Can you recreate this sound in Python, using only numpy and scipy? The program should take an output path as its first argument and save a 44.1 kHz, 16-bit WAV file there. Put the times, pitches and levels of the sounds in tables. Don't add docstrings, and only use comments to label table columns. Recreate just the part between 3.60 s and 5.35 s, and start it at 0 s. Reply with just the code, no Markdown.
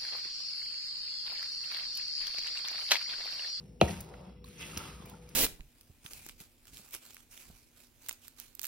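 import sys
import numpy as np
from scipy import signal
from scipy.fft import rfft, irfft, next_fast_len
from scipy.io import wavfile
from scipy.ndimage import map_coordinates

SR = 44100
rng = np.random.default_rng(int(sys.argv[2]) if len(sys.argv) > 2 else 0)


def gain_from_db(level_db):
    decades = np.asarray(level_db, float) / 20
    return 10 ** decades


def store_wav(level_fs):
    pcm = np.round(np.clip(np.atleast_2d(level_fs), -1, 1) * 32767)
    wavfile.write(sys.argv[1], SR, pcm.T.astype(np.int16))


N = 77175

# pitch_hz, level_db (per Hz)
HUM_SPECTRUM = [(25, -55), (55, 9), (100, -8.5), (170, 0.5), (270, -16.5), (480, -17), (700, -45.5),
                (1500, -53)]
HISS_SPECTRUM = [(600, 16), (1500, 20), (3000, 40), (5500, -8), (6500, -61.5), (12000, -64), (15600, -42),
                 (16200, -77)]
# pitch_hz, width_hz, level_db
PIPE_DRONE = [(489.3, 21, -64)]
# time_s, scrape_db, batter_db, loaded_spoon_db, dryness_db
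STIR_GESTURE = [(0, -80, 14, 23, 11.5), (0.196, -98, 31.5, -29, 23.5), (0.219, -41.5, 2, -7, -5.5),
                (0.328, -48.5, 1, 0, 1), (0.454, -66.5, 13, 12.5, 5.5), (.69, -61.5, 11, 4, -11.5),
                (.78, -68, -2, 1.5, -16), (.838, -69.5, -2, -1, -22.5), (0.861, -68, -26, 2, 8),
                (0.952, -66.5, -24, -2, 7.5), (1.011, -41, -19, -8.5, -7), (1.15, -56, 0.5, 5.5, 5),
                (1.201, -48.5, -2, 6.5, -1), (1.29, -55.5, 1.5, 10.5, 3), (1.366, -64, -0.5, 11.5, 4.5),
                (1.53, -67.5, 13, 10, 7), (1.6, -75.5, 13, 11.5, 8.5), (1.75, -70, 7.5, 10.5, 7.5)]
# pitch_hz, level_db (per Hz)
RASP_SPECTRUM = [(300, 9.5), (900, -5), (2500, 3), (5000, -3), (7000, 0), (11000, -5), (15500, -10.5),
                 (16200, -44)]
# pitch_hz, width_hz, level_db
BARE_BOWL_MODES = [(2038, 42, -1), (2274, 80, -6), (2606, 130, -4), (2845, 74, -3.5), (3343, 145, -4.5),
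                   (4900, 92, -21), (5060, 260, -22)]
LOADED_BOWL_MODES = [(904, 37, -0.5), (1262, 287, -3), (3960, 82, -8.5), (4420, 38, -8.5), (4870, 190, -12),
                     (5280, 65, -7)]
BATTER_MODES = [(358.6, 67, 0.5), (544, 162, -0.5), (836, 330, -2)]
# start_s, length_s, level_db, pitch_hz
EDGE_CHATTERS = [(.01, .1, -53.5, 190.3), (0.02, 0.046, -60.5, 342), (0.2, 0.012, -49, 2800),
                 (0.277, 0.011, -46, 6040), (0.28, 0.014, -50, 1853), (0.284, 0.069, -44, 195),
                 (0.304, 0.013, -49.5, 4540), (.335, 0.015, -52.5, 1610), (0.338, 0.01, -54, 5620),
                 (.538, 0.0096, -54.5, 1352), (.539, 0.0084, -63.5, 2800), (0.623, 0.096, -51.5, 189),
                 (.841, .011, -58, 4170), (.842, 0.0096, -56.5, 1076), (0.874, 0.014, -60.5, 2552),
                 (0.893, .025, -63, 4090), (0.897, 0.015, -65, 2150), (1.615, 0.019, -72, 2340),
                 (1.666, .04, -67.5, 2320), (.228, 0.011, -41, 2750), (.975, 0.028, -56, 5960),
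                 (.976, .025, -59, 2310), (0.982, 0.029, -59.5, 4900), (0.994, .025, -51.5, 2250),
                 (1.016, 0.022, -46.5, 2820), (1.018, 0.021, -66, 5460), (1.02, 0.029, -60, 3300),
                 (1.038, .016, -55, 2520), (1.05, 0.013, -57, 5600), (1.055, 0.018, -53, 2750),
                 (1.075, 0.022, -59, 3350), (1.091, 0.022, -52, 2090), (1.094, 0.018, -55, 1290),
                 (1.103, 0.026, -55, 2800), (1.126, 0.016, -56.5, 4900), (1.132, 0.01, -52.5, 1300),
                 (1.233, 0.044, -54.5, 2800), (1.238, 0.054, -56.5, 3310), (1.287, 0.032, -60, 2750),
                 (1.4, 0.046, -62.5, 3350), (1.451, 0.046, -62.5, 2350), (1.472, 0.0088, -63, 2750),
                 (1.493, 0.017, -62.5, 3450), (1.506, 0.027, -56, 950), (1.53, 0.028, -56.5, 829),
                 (1.534, 0.015, -56, 1350)]
# time_s, pitch_hz, level_db
AIR_POCKET = [
    (1.17, 1320, -59),
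    (1.2, 1320, -51.5),
    (1.235, 1330, -56),
    (1.254, 1300, -72),
    (1.275, 1290, -58),
    (1.325, 1230, -63),
    (1.392, 1250, -61),
    (1.429, 1050, -62),
    (1.5, 950, -69),
]
# pitch_hz, level_db, t60_s
BOWL_MODES = [(553, -22, 0.072), (630, 8, 0.015), (673.6, -8.5, 0.056), (738, -6, 0.067), (923, -31.5, 0.5),
              (1040, -2, 0.0017), (1317, -5.5, 0.012), (1900, -27.5, 0.06), (2456, -12.5, 0.036),
              (2668, -5.5, 0.02), (2950, -24, 0.075), (3333, -12, 0.022), (3990, -4, 0.0063),
              (6210, -21, 0.013)]
TABLE_MODES = [(76.6, -10, 0.12), (121.7, -13.5, 0.089), (188.9, -5, 0.067), (348, -7.5, 0.056),
               (394, -10, 0.091), (438.7, -3.5, 0.022)]
# start_s, level_db
LIGHT_TAPS = [
    (.2915, -33),
    (.5397, -47.5),
]
# start_s, level_db, pitch_hz, snap_db
SMALL_TICKS = [(0.2812, -40, 1840, -40), (0.293, -41.5, 1890, -15), (0.405, -44.5, 5000, 14),
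               (0.54, -48.5, 2000, -32), (0.843, -46, 4010, -1.5), (0.8439, -59.5, 1170, -15),
               (0.8834, -57.5, 1270, 13), (1.0954, -47, 2130, -34), (1.164, -38.5, 2900, -28),
               (1.1755, -28.5, 5800, 1), (1.176, -31, 4950, -19), (1.1747, -33.5, 2750, -16),
               (1.424, -52, 1030, -30), (1.456, -52.5, 2310, 13), (1.495, -55, 3450, 14.5),
               (1.5462, -54, 870, -25), (1.518, -52, 850, -27), (1.6902, -46, 5370, 1.5),
               (1.713, -56, 2300, -28)]
# multiple (of its pitch), level_db
TICK_PARTIALS = [(0.641, -9.5), (0.999, 5.5), (1.33, -11.5)]
# start_s, level_db, pitch_hz
STEEL_CLICK = [
    (1.1731, -16, 5500),
    (1.1732, -25, 10500),
    (1.1732, -28, 15000),
]
# start_s, level_db, pitch_hz
FRUIT_THUDS = [
    (0.295, -55, 190),
    (0.378, -25.5, 79.4),
    (0.556, -60, 154),
    (1.1671, -23.5, 194),
    (1.165, -34, 385),
    (1.175, -23.5, 79),
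    (1.265, -38, 215),
    (1.402, -29.5, 170),
    (1.443, -28.5, 146),
    (1.529, -33, 152),
]
# pitch_hz, t60_s
ROOM_DECAY = [(80, 0.87), (500, 0.28), (2000, 0.21), (8000, 0.21)]
# pitch_hz, likeness (0 to 1)
PORT_LIKENESS = [(150, 0.99), (350, 0.88), (650, 0.28), (1300, 0.57), (2500, 0.46), (4000, 0.12),
                 (5000, 0.87), (5400, 0.63)]
# pitch_hz, level_db
LEFT_OVER_RIGHT = [(150, 0.5), (370, 6.5), (850, 0), (1500, 0), (2800, -2), (3500, -1), (4300, -3.5),
                   (5500, 2)]
# pitch_hz, lead (half turns)
LEFT_PHASE_LEAD = [(5500, 0), (6500, 1), (8100, 1), (9700, 2), (11400, 2), (12600, 3), (14300, 3),
                   (15300, 4)]

TREBLE_HZ = 5500


def unit(x):
    return x / np.sqrt(np.mean(x ** 2) + 1e-20)


def along(points, hz):
    point_hz, value = np.transpose(points)
    return np.interp(np.log(hz + 1), np.log(point_hz + 1), value)


def wobble(rate):
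    knots = rng.standard_normal(int(N * rate / SR) + 4)
    return map_coordinates(knots, [np.arange(N) * rate / SR])


def filtered(x, response):
    size = next_fast_len(N + SR // 2)
    return irfft(rfft(x, size) * response(np.fft.rfftfreq(size, 1 / SR)), size)[..., :N]


def resonances(peaks):
    def response(f):
        total = 0
        for k, (hz, width, db) in enumerate(peaks):
            damping = 1j * f * width
            total = total + (-1) ** k * gain_from_db(db) * damping / (hz * hz - f * f + damping)
        return total
    return response


def spread(pair, most=1):
    def angle(hz):
        turning = np.sin(np.pi * along(LEFT_PHASE_LEAD, hz)) ** 2
        treble = np.minimum(1 - 0.6 * turning, most)
        likeness = np.where(hz < TREBLE_HZ, along(PORT_LIKENESS, hz), treble)
        return np.arccos(np.clip(likeness, -1, 1)) / 2

    mid, side = filtered(pair, lambda hz: np.array([np.cos(angle(hz)), np.sin(angle(hz))]))
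    return np.array([mid + side, mid - side])


def ring(hz, t60, rise_s):
    t = np.arange(SR // 2) / SR
    return gain_from_db(-60 * t / t60) * (1 - np.exp(-t / rise_s)) * np.sin(2 * np.pi * hz * t)


def crack(t60, rise_s):
    t = np.arange(SR // 10) / SR
    return gain_from_db(-60 * t / t60) * (1 - np.exp(-t / rise_s)) * rng.standard_normal(SR // 10)


def add(track, s, sound):
    part = track[round(s * SR):][:len(sound)]
    part += sound[:len(part)]


def narrow(phase, width_hz):
    slow = np.array([wobble(width_hz) + 1j * wobble(width_hz) for _ in range(2)])
    return (slow * np.exp(1j * phase)).real


def kitchen():
    t = np.arange(N) / SR
    hum = unit(filtered(rng.standard_normal((2, N)), lambda hz: gain_from_db(along(HUM_SPECTRUM, hz))))
    hiss = unit(filtered(rng.standard_normal((2, N)), lambda hz: gain_from_db(along(HISS_SPECTRUM, hz))))
    whine = np.sin(2 * np.pi * 5426 * t + 0.9 * wobble(44)) * gain_from_db(-79.5 + 3 * wobble(38))
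    whine_stops_s, fade_s = 0.885, 0.02
    whine = whine * np.clip((whine_stops_s - t) / fade_s, 0.3, 1)
    pipe_hz, width_hz, pipe_db = PIPE_DRONE[0]
    drone = np.sin(2 * np.pi * pipe_hz * t + 0.38 * wobble(width_hz)) * gain_from_db(pipe_db + 2.2 * wobble(12.06))
    return spread(gain_from_db(-50 + wobble(6.0)) * hum + gain_from_db(-89.5) * hiss) + whine + drone


def scrape():
    time_s, *columns = np.transpose(STIR_GESTURE)
    level_db, batter_db, load_db, dry_db = [np.interp(np.arange(N) / SR, time_s, c) for c in columns]
    grains_per_s, grain_spread_db, biggest_grain = 2800, 4.5, 2.5
    size = gain_from_db(grain_spread_db * np.minimum(rng.exponential(size=(4, N)), biggest_grain))
    size = size * (rng.random((4, N)) < grains_per_s / SR)
    grains = (size[:, None] + 0.46) * rng.standard_normal((4, 2, N))
    rasp = unit(filtered(grains[0], lambda hz: gain_from_db(along(RASP_SPECTRUM, hz))))
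    rasp = rasp * gain_from_db(0.5 + dry_db + wobble(40.37))
    bare = unit(filtered(grains[1], resonances(BARE_BOWL_MODES)))
    bare = bare * gain_from_db(-7.5 - 0.068 * dry_db + 2.2 * wobble(37.04))
    loaded = unit(filtered(grains[2], resonances(LOADED_BOWL_MODES)))
    loaded = loaded * gain_from_db(-9.5 + load_db + 0.64 * wobble(43.64))
    batter = unit(filtered(grains[3], lambda hz: resonances(BATTER_MODES)(hz) ** 2))
    batter = batter * gain_from_db(-5 + batter_db + 1.3 * wobble(32.37))
    return spread(gain_from_db(level_db) * (rasp + bare + loaded + batter))


def catches():
    t = np.arange(N) / SR
    chatter = np.zeros((2, N))
    for s, length, db, hz in EDGE_CHATTERS:
        swell = np.sin(np.pi * np.clip((t - s) / length, 0, 1))
        on = swell > 1e-9
        edge = narrow(2 * np.pi * hz * t, 0.17 * hz)
        chatter[:, on] += gain_from_db(db) * swell[on] * edge[:, on]
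    s, hz, db = np.transpose(AIR_POCKET)
    hollow = narrow(2 * np.pi * np.cumsum(np.interp(t, s, hz)) / SR, 130)
    hollow_db = np.interp(t, s, db, -120, -120) + 1.0 + 1.5 * wobble(60.75)
    return spread(chatter + hollow * gain_from_db(hollow_db))


def knock():
    out = np.zeros(N)
    bowl = (BOWL_MODES, 1.5, 0.35)
    table = (TABLE_MODES, 1.647, 0.081)
    blows = [(0.2126, -9.5, (bowl, table))] + [(s, db, (bowl,)) for s, db in LIGHT_TAPS]
    for s, blow_db, bodies in blows:
        for modes, lag, rise in bodies:
            for hz, db, t60 in modes:
                add(out, s + lag / hz, gain_from_db(blow_db + db) * ring(hz, t60, rise / hz))
        add(out, s, gain_from_db(blow_db - 19.5) * crack(0.019, 0.00045))
    return out


def ticks():
    out = np.zeros(N)
    for s, db, hz, snap_db in SMALL_TICKS:
        for multiple, part_db in TICK_PARTIALS:
            add(out, s, gain_from_db(db + part_db) * ring(multiple * hz, 18 / hz, 0.11 / hz))
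        add(out, s, gain_from_db(db + snap_db) * np.diff(crack(0.026, 0.003)))
    for s, db, hz in STEEL_CLICK:
        add(out, s, gain_from_db(db) * ring(hz, 0.0016, 0.00012))
    for s, db, hz in FRUIT_THUDS:
        add(out, s, gain_from_db(db) * ring(hz, 3.55 / hz, 0.46 / hz))
    return out


def room(x):
    delay_s = 0.0044
    hz, t, z = signal.stft(rng.standard_normal((2, SR // 2)), SR, nperseg=256)
    decay = gain_from_db(-60 * t / along(ROOM_DECAY, hz)[:, None])
    tail = signal.istft(z * decay, SR, nperseg=256)[1]
    tail = tail / np.linalg.norm(tail[0])
    late = np.pad(x, (round(delay_s * SR), 0))[None]
    return spread(signal.fftconvolve(late, tail, axes=1)[:, :N])


def scene():
    hits = knock() + ticks()
    quarter_turn = filtered(hits, lambda hz: -1j + 0 * hz)
    direct = spread(np.array([hits, quarter_turn]), most=0.8)
    return direct + gain_from_db(-13.5) * room(hits) + scrape() + kitchen() + catches()


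def top_cut(x):
    return signal.sosfilt(signal.butter(12, 16970, fs=SR, output="sos"), x)


def record(dry):
    low_hz, top_hz = 40, 16000

    def half(hz):
        level = gain_from_db(along(LEFT_OVER_RIGHT, hz) * (hz < TREBLE_HZ) / 2)
        return level * np.exp(0.5j * np.pi * along(LEFT_PHASE_LEAD, hz))

    def band(hz):
        low_cut = (1j * hz / low_hz / (1 + 1j * hz / low_hz)) ** 3
        return (hz < top_hz) * low_cut

    ports = filtered(dry, lambda hz: band(hz) * np.array([half(hz), 1 / half(hz)]))
    return top_cut(ports)


dry = scene()
out = record(dry)
store_wav(out)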